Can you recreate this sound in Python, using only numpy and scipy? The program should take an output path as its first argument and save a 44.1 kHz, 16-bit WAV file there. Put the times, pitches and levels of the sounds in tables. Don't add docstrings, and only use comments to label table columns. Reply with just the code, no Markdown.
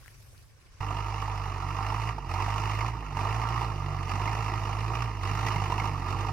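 import sys
import numpy as np
from scipy import signal
from scipy.fft import rfft, irfft, next_fast_len
from scipy.io import wavfile
from scipy.ndimage import uniform_filter1d, map_coordinates

SR = 44100
rng = np.random.default_rng(int(sys.argv[2]) if len(sys.argv) > 2 else 0)


def bounce(signal):
    frames = np.transpose(np.atleast_2d(signal))
    limited = np.clip(frames, -1, 1)
    pcm = np.round(limited * 32767).astype(np.int16)
    wavfile.write(sys.argv[1], SR, pcm)


def volts(x):
    e = np.asarray(x, float) / 20
    return 10 ** e


N = 278712
ENGINE_START_S = 0.805


def unit(x):
    return x / np.sqrt(np.mean(x ** 2) + 1e-20)


def along(points, hz):
    f, v = np.transpose(points)
    return np.interp(np.log(hz + 1), np.log(f + 1), v)


def curves(rows):
    s, *cols = np.transpose(rows)
    return [np.interp(np.arange(N) / SR, s, c) for c in cols]


def wobble(rate_hz):
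    knots = rng.standard_normal(int(N * rate_hz / SR) + 4)
    return map_coordinates(knots, [np.arange(N) * rate_hz / SR])


def filtered(x, response):
    m = next_fast_len(N + SR // 2, True)
    return irfft(rfft(x, m) * response(np.fft.rfftfreq(m, 1 / SR)), m)[..., :N]


def above(x, edge_hz):
    return filtered(x, lambda hz: 1 / (1 + (edge_hz / (hz + 1)) ** 6))


def causal(gain):
    cep = irfft(np.log(gain + 1e-6))
    half = cep.shape[-1] // 2
    cep[..., 1:half] *= 2
    cep[..., half + 1:] = 0
    return np.exp(rfft(cep))


def ports(noise, alike, gains):
    def mix(hz):
        turn = np.arccos(np.clip(along(alike, hz), 0, 1)) / 2
        rotation = np.array([[np.cos(turn), np.sin(turn)], [np.cos(turn), -np.sin(turn)]])
        return rotation * gains(hz)[:, None]
    return filtered(noise, mix).sum(axis=1)


def patchy(noise, depth_db):
    z = signal.stft(noise, nperseg=256)[2]
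    spots = rng.standard_normal(z.shape[-2:])
    spots = uniform_filter1d(uniform_filter1d(spots, size=3, axis=0), size=7, axis=1)
    return unit(signal.istft(z * volts(depth_db * unit(spots)), nperseg=256)[1][..., :N])


def bursts(times_s, sizes, t60_s, rise_s):
    t = np.arange(SR // 10) / SR
    blows = np.bincount(np.clip(times_s * SR, 0, N - 1).astype(int), sizes, N)
    return signal.fftconvolve(blows, volts(-60 * t / t60_s) * (1 - np.exp(-t / rise_s)))[:N]


def table_gain(points):
    return lambda hz: volts(along(points, hz)) * np.ones((2, 1))


def wind_buffet():
    # frequency in Hz, gain in dB.
    colour = [(15, -30), (25, 1), (118, 1), (132, -1.5), (188, -27), (257, -26), (300, -33), (390, -55),
              (660, -120)]
    return unit(ports(rng.standard_normal((2, N)), [(60, 0.61)], table_gain(colour)))


def grass_rustle(treble_db):
    # frequency in Hz, gain in dB.
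    colour = [(200, -4), (400, -2), (700, -5.5), (2300, -5), (3500, -10), (5800, -7.5), (7000, -11),
              (11000, -9.5), (15000, -16.5)]
    crackle = 1 + 0.3 * volts(3.4 * wobble(149.2))
    noise = crackle * patchy(rng.standard_normal((2, N)), depth_db=2.5)
    grass = unit(ports(noise, [(300, 0.44), (3000, 0)], table_gain(colour)))
    return grass + (volts(treble_db - 2) - 1) * above(grass, 7900)


def far_engine():
    # time in seconds, level in dB.
    swell = [(.55, -80), (.6, -74), (.8, -73)]

    def colour(hz):
        bands = 1 / (1 + ((hz - 1100) / 110) ** 4) + 0.71 / (1 + ((hz - 450) / 30) ** 4)
        return [bands] * np.ones((2, 1))
    noise = volts(2.1 * wobble(28.8)) * rng.standard_normal((2, N))
    return volts(curves(swell)[0]) * unit(ports(noise, [(1000, 0.83)], colour))


def add_swish(air):
    t = np.arange(SR // 8) / SR
    hz = 1050 + 9000 * t + 250 * wobble(304)[:len(t)]
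    level_db = -61 - ((t - .06) / 0.017) ** 2 + 2.9 * wobble(117)[:len(t)]
    swish = volts(level_db) * np.sin(2 * np.pi * np.cumsum(hz) / SR)
    air[:, :len(t)] += swish * volts([[3], [-3]])


def add_snaps(air):
    # start in seconds, level in dB before trim, frequency in Hz, left minus right in dB.
    snaps = [(0.0603, -41, 1610, 17), (0.0802, -39, 2080, 22), (0.09, -49, 1680, 1.0),
             (0.3792, -40, 4550, 3), (0.4024, -55, 2110, -0.5)]
    trim_db = -6.5
    t = np.arange(SR // 50) / SR
    for s, db, hz, pan_db in snaps:
        ring = 1.4 * np.sin(2 * np.pi * hz * t) + .5 * rng.standard_normal(len(t))
        snap = volts(db + trim_db - 60 * t * hz / 12) * ring
        air[:, round(s * SR):][:, :len(t)] += snap * volts([[pan_db / 2], [-pan_db / 2]])


def field():
    # time in seconds, buffet level, grass level and grass treble in dB, all before trims.
    levels = [(0.0, -54, -64, 0.5), (0.42, -54, -66.5, 1), (0.53, -54, -70, -5), (0.62, -60, -67, -7),
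              (0.7, -54, -67.5, -10), (0.78, -56, -65.5, -12)]
    buffet_db, grass_db, treble_db = curves(levels)
    air = volts(buffet_db + 0.5) * wind_buffet() + volts(grass_db + 6.5) * grass_rustle(treble_db) + far_engine()
    add_swish(air)
    add_snaps(air)
    return air * (np.arange(N) < ENGINE_START_S * SR)


def governor():
    # time in seconds, exhaust second harmonic in dB, combustion knock in dB,
    # treble over the knock in dB; all before later trims.
    load = [(.81, -35, -36.5, -10), (1.2, -36, -39.5, -7), (1.55, -37, -38.5, -9.5), (2.0, -34, -35.5, -8),
            (2.4, -33, -35, -8), (2.7, -32, -36, -6), (2.88, -33, -35, -8), (3.5, -32.5, -34.5, -9),
            (4.25, -33, -34, -8.5), (4.6, -33.5, -37.5, -7.5), (5.05, -32.5, -36.5, -8),
            (5.28, -33, -36.5, -6), (5.44, -32.5, -34, -7.5), (5.7, -33, -35, -7), (6.32, -34, -35.5, -10)]
    # start in seconds, length in seconds, loss of knock in dB, hollow in the second harmonic in dB.
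    fuel_cuts = [(2.101, .19, 11, 16), (2.879, 0.28, 9, 12), (3.635, 0.46, 5.5, -0.5), (5.05, 0.17, 7, 1),
                 (5.883, 0.2, 4, 1)]
    cut_off_s, pick_up_s = 0.031, 0.034
    sudden_share, sink_s = 0.68, 0.11
    exhaust_share = 0.55
    hollow_at, hollow_width = 0.64, 0.25
    bite_db, bite_s = 2, 0.037
    clatter_at_s, clatter_s, clatter_db, clatter_bright_db = 5.478, 0.018, 3, 3.5
    second_db, knock_db, bright_db = curves(load)
    t = np.arange(N) / SR
    ramp = lambda s, over_s: np.clip(s / over_s, 0, 1)
    bump = lambda s, width_s: np.exp(-(s / width_s) ** 2)
    for s, length, loss_db, hollow_db in fuel_cuts:
        off = sudden_share * ramp(t - s, cut_off_s) + (1 - sudden_share) * ramp(t - s, sink_s)
        off *= ramp(s + length + pick_up_s / 2 - t, pick_up_s)
        hollow = bump(t - s - hollow_at * length, hollow_width * length)
        knock_db = knock_db - loss_db * off
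        second_db = second_db - exhaust_share * loss_db * off - hollow_db * hollow
        bright_db = bright_db + bite_db * bump(t - s - length, bite_s)
    clatter = bump(t - clatter_at_s, clatter_s)
    return second_db, knock_db + clatter_db * clatter, bright_db + clatter_bright_db * clatter


def body(hz):
    # resonance in Hz, width in Hz, left gain in dB, right gain in dB.
    resonances = [(124, 97, -8.5, -1.5), (255.6, 32, -11, -10), (342, 117, -10, -9),
                  (455.7, 63, -10.5, -7.5), (662.6, 95, -6, -41), (785, 112, -6.5, -1.5),
                  (924, 89, -4.5, 3), (1051, 302, -10.5, 0), (1208, 156, -10, 1.5), (1355, 27, -6.5, -3),
                  (1907, 505, -14, -13), (2110, 190, -23, -14), (2430, 510, -17.5, -14),
                  (2771, 390, -17.5, -10.5), (3710, 1160, -23, -37), (5130, 2030, -29, -21),
                  (6520, 310, -25.5, -24), (7600, 860, -36, -35.5), (8980, 1040, -38.5, -38.5),
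                  (10400, 2400, -45, -37.5), (13400, 5600, -45, -40.5)]
    # frequency in Hz, lead of the left port in radians.
    left_lead = [(100, 0), (780, -.5), (1380, 1.1), (2070, -.2), (2670, .6), (3700, 3.3), (4130, 5.6),
                 (4820, 5.9), (6300, 8), (8010, 19)]
    power = sum(volts(2 * np.array([[l_db], [r_db]])) / (1 + (2 * (hz - c) / w) ** 2) ** 2
                for c, w, l_db, r_db in resonances)
    gain = np.sqrt(power)
    shared = causal(np.sqrt(gain[0] * gain[1]))
    lead = np.exp(.5j * np.outer([1, -1], along(left_lead, hz)))
    return gain * shared / np.abs(shared) * lead


def clanks():
    # start in seconds, nominal peak in dB, frequency of the ringing panel in Hz.
    hits = [(1.224, -22.5, 1190), (1.28, -25.5, 890), (1.922, -21.5, 940), (2.182, -28, 903),
            (2.314, -29, 890), (2.339, -26, 920), (2.481, -24.5, 773), (2.559, -25, 1150),
            (2.635, -23.5, 927), (2.807, -26, 2150), (3.123, -31, 850), (3.169, -20.5, 910),
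            (3.192, -25, 1116), (3.25, -37, 914), (3.616, -21, 964), (3.715, -33, 1090), (4.201, -28, 996),
            (4.256, -22, 920), (4.2752, -25.5, 2110), (4.48, -30, 950), (5.464, -22.5, 930),
            (5.4725, -25.5, 1970), (5.5608, -28.5, 2110), (5.619, -25, 775), (5.723, -19, 1010),
            (5.7992, -25, 2160), (5.842, -20.5, 970), (6.067, -27.5, 930)]
    t = np.arange(SR // 20) / SR
    blows, rings = np.zeros(N + SR), np.zeros((2, N + SR))
    grid_hz = np.linspace(0, SR / 2, 2049)
    colour = np.abs(body(grid_hz))
    for s, db, hz in hits:
        shape = volts(db - 60 * t / 0.038) * (1 - np.exp(-t / 0.00064))
        sides = colour[:, np.searchsorted(grid_hz, hz), None]
        blows[round(s * SR):][:len(t)] += shape * rng.standard_normal(len(t))
        drift = np.cumsum(rng.normal(0, 0.035, len(t)))
        ring = np.sin(2 * np.pi * hz * t + drift)
        rings[:, round(s * SR):][:, :len(t)] += shape * sides / sides.mean() * ring
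    blows = ports(blows[:N] * [[1], [0]], [(1000, 1)], body) / np.sqrt(np.mean(colour ** 2))
    return volts(-10) * blows + rings[:, :N]


def knock(firings, knock_db, bright_db):
    cylinders = [-4, -2.5, -5.7, -6.5]
    # frequency in Hz, left-right likeness from 0 to 1.
    likeness = [(150, .995), (500, 0.99), (1000, 0.97), (2000, 0.88), (4000, .72), (8000, 0.3)]
    count = int(firings[-1])
    start = round(ENGINE_START_S * SR)
    at_s = np.interp(np.arange(count), firings[start:], np.arange(start, N) / SR)
    chance = rng.standard_normal((count, 3))
    at_s += .0007 * chance[:, 0]
    cylinder_db = np.resize(cylinders, count)

    ticks = rng.random((500, 2))
    tick_sizes = volts(-24.5 - 0.92 * np.log(ticks[:, 1]))
    rattle = bursts(ticks[:, 0] * N / SR, tick_sizes, t60_s=0.064, rise_s=0.0024)
    thud = rattle + bursts(at_s, volts(.5 * cylinder_db + 0.84 * chance[:, 1]), t60_s=0.055, rise_s=0.0024)
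    crack = rattle + bursts(at_s, volts(cylinder_db + 2 * chance[:, 2]), t60_s=.034, rise_s=.002)

    noise = patchy(rng.standard_normal((2, N)), depth_db=1.55)
    roar = .17 * volts(-.7 * (knock_db + 36))
    hush = roar * volts(-.8 * (bright_db + 9))

    def band(gate, lo_hz, hi_hz):
        return above(gate * noise, lo_hz) - above(gate * noise, hi_hz)

    def over(blows, floor):
        power = np.mean(blows ** 2) + 2 * floor * np.mean(blows) + floor ** 2
        return (blows + floor) / np.sqrt(power)

    rumble_db = -36 + 0.51 * (knock_db + 39) + 1.27 * (np.arange(N) / SR - 3.5)
    source = volts(rumble_db) * band(over(thud, 1.0), 30, 475)
    source += volts(knock_db) * band(over(thud, roar), 470, 1637)
    treble = band(over(crack, .7 * hush), 1500, 3300) + band(over(crack, 1.8 * hush), 3300, 20000)
    source += volts(knock_db + bright_db + 8.5) * treble
    return volts(0.85) * ports(source, likeness, body) / np.std(ports(noise, likeness, body))


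def exhaust(firings, speed_hz, second_db, knock_db):
    # multiple of the firing rate, level in dB before the approach.
    overtones = [(5, -66.5), (6, -63)]
    turn = 2 * np.pi * (firings + 0.416)
    nearer_db = np.arange(N) / SR - 3.5
    first_db = -38 + 0.12 * (knock_db + 34.5) + 0.22 * (speed_hz - 51) + 0.59 * wobble(22.9)
    silencer_db = -20 * np.log10(1 + ((3 * speed_hz - 140) / 9) ** 2) / 2
    third_db = -44 + nearer_db + silencer_db + 3 * wobble(10)
    tone = volts(first_db) * np.cos(turn)
    tone += volts(second_db + .6 * wobble(30)) * np.cos(2 * turn + 1.9 + .13 * wobble(16))
    tone += volts(third_db) * np.cos(3 * turn + 3.1 + 0.22 * wobble(7.2))
    for k, db in overtones:
        tone += volts(db + nearer_db + 4.4 * wobble(8)) * np.cos(k * turn + 0.8 * wobble(10))
    return np.sqrt(2) * tone * volts([[-2.2], [1.8]])


def tractor():
    # time in seconds, firings per second.
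    speed = [(0.805, 49.66), (1.17, 51.98), (1.62, 47.48), (2.12, 55.71), (2.27, 42.81), (2.48, 51.05),
             (2.78, 52.96), (2.92, 57.39), (3.14, 46.32), (3.34, 54.99), (3.65, 57.77), (3.76, 48.31),
             (4.12, 47.18), (4.32, 54.13), (4.73, 51.2), (5.03, 58.33), (5.22, 47.11), (5.43, 54.32),
             (5.71, 48.85), (5.82, 53.41), (6.02, 45.38), (6.32, 52.58)]
    speed_hz, = curves(speed)
    running = np.arange(N) >= ENGINE_START_S * SR
    firings = np.cumsum(speed_hz * running) / SR
    second_db, knock_db, bright_db = governor()
    drone = exhaust(firings, speed_hz, second_db, knock_db)
    return running * (drone + knock(firings, knock_db, bright_db) + clanks())


def scene():
    return field() + tractor()


def low_pass(x):
    return signal.sosfilt(signal.butter(12, 15990, fs=SR, output="sos"), x)


def record(dry):
    return low_pass(dry)


dry = scene()
out = record(dry)
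bounce(out)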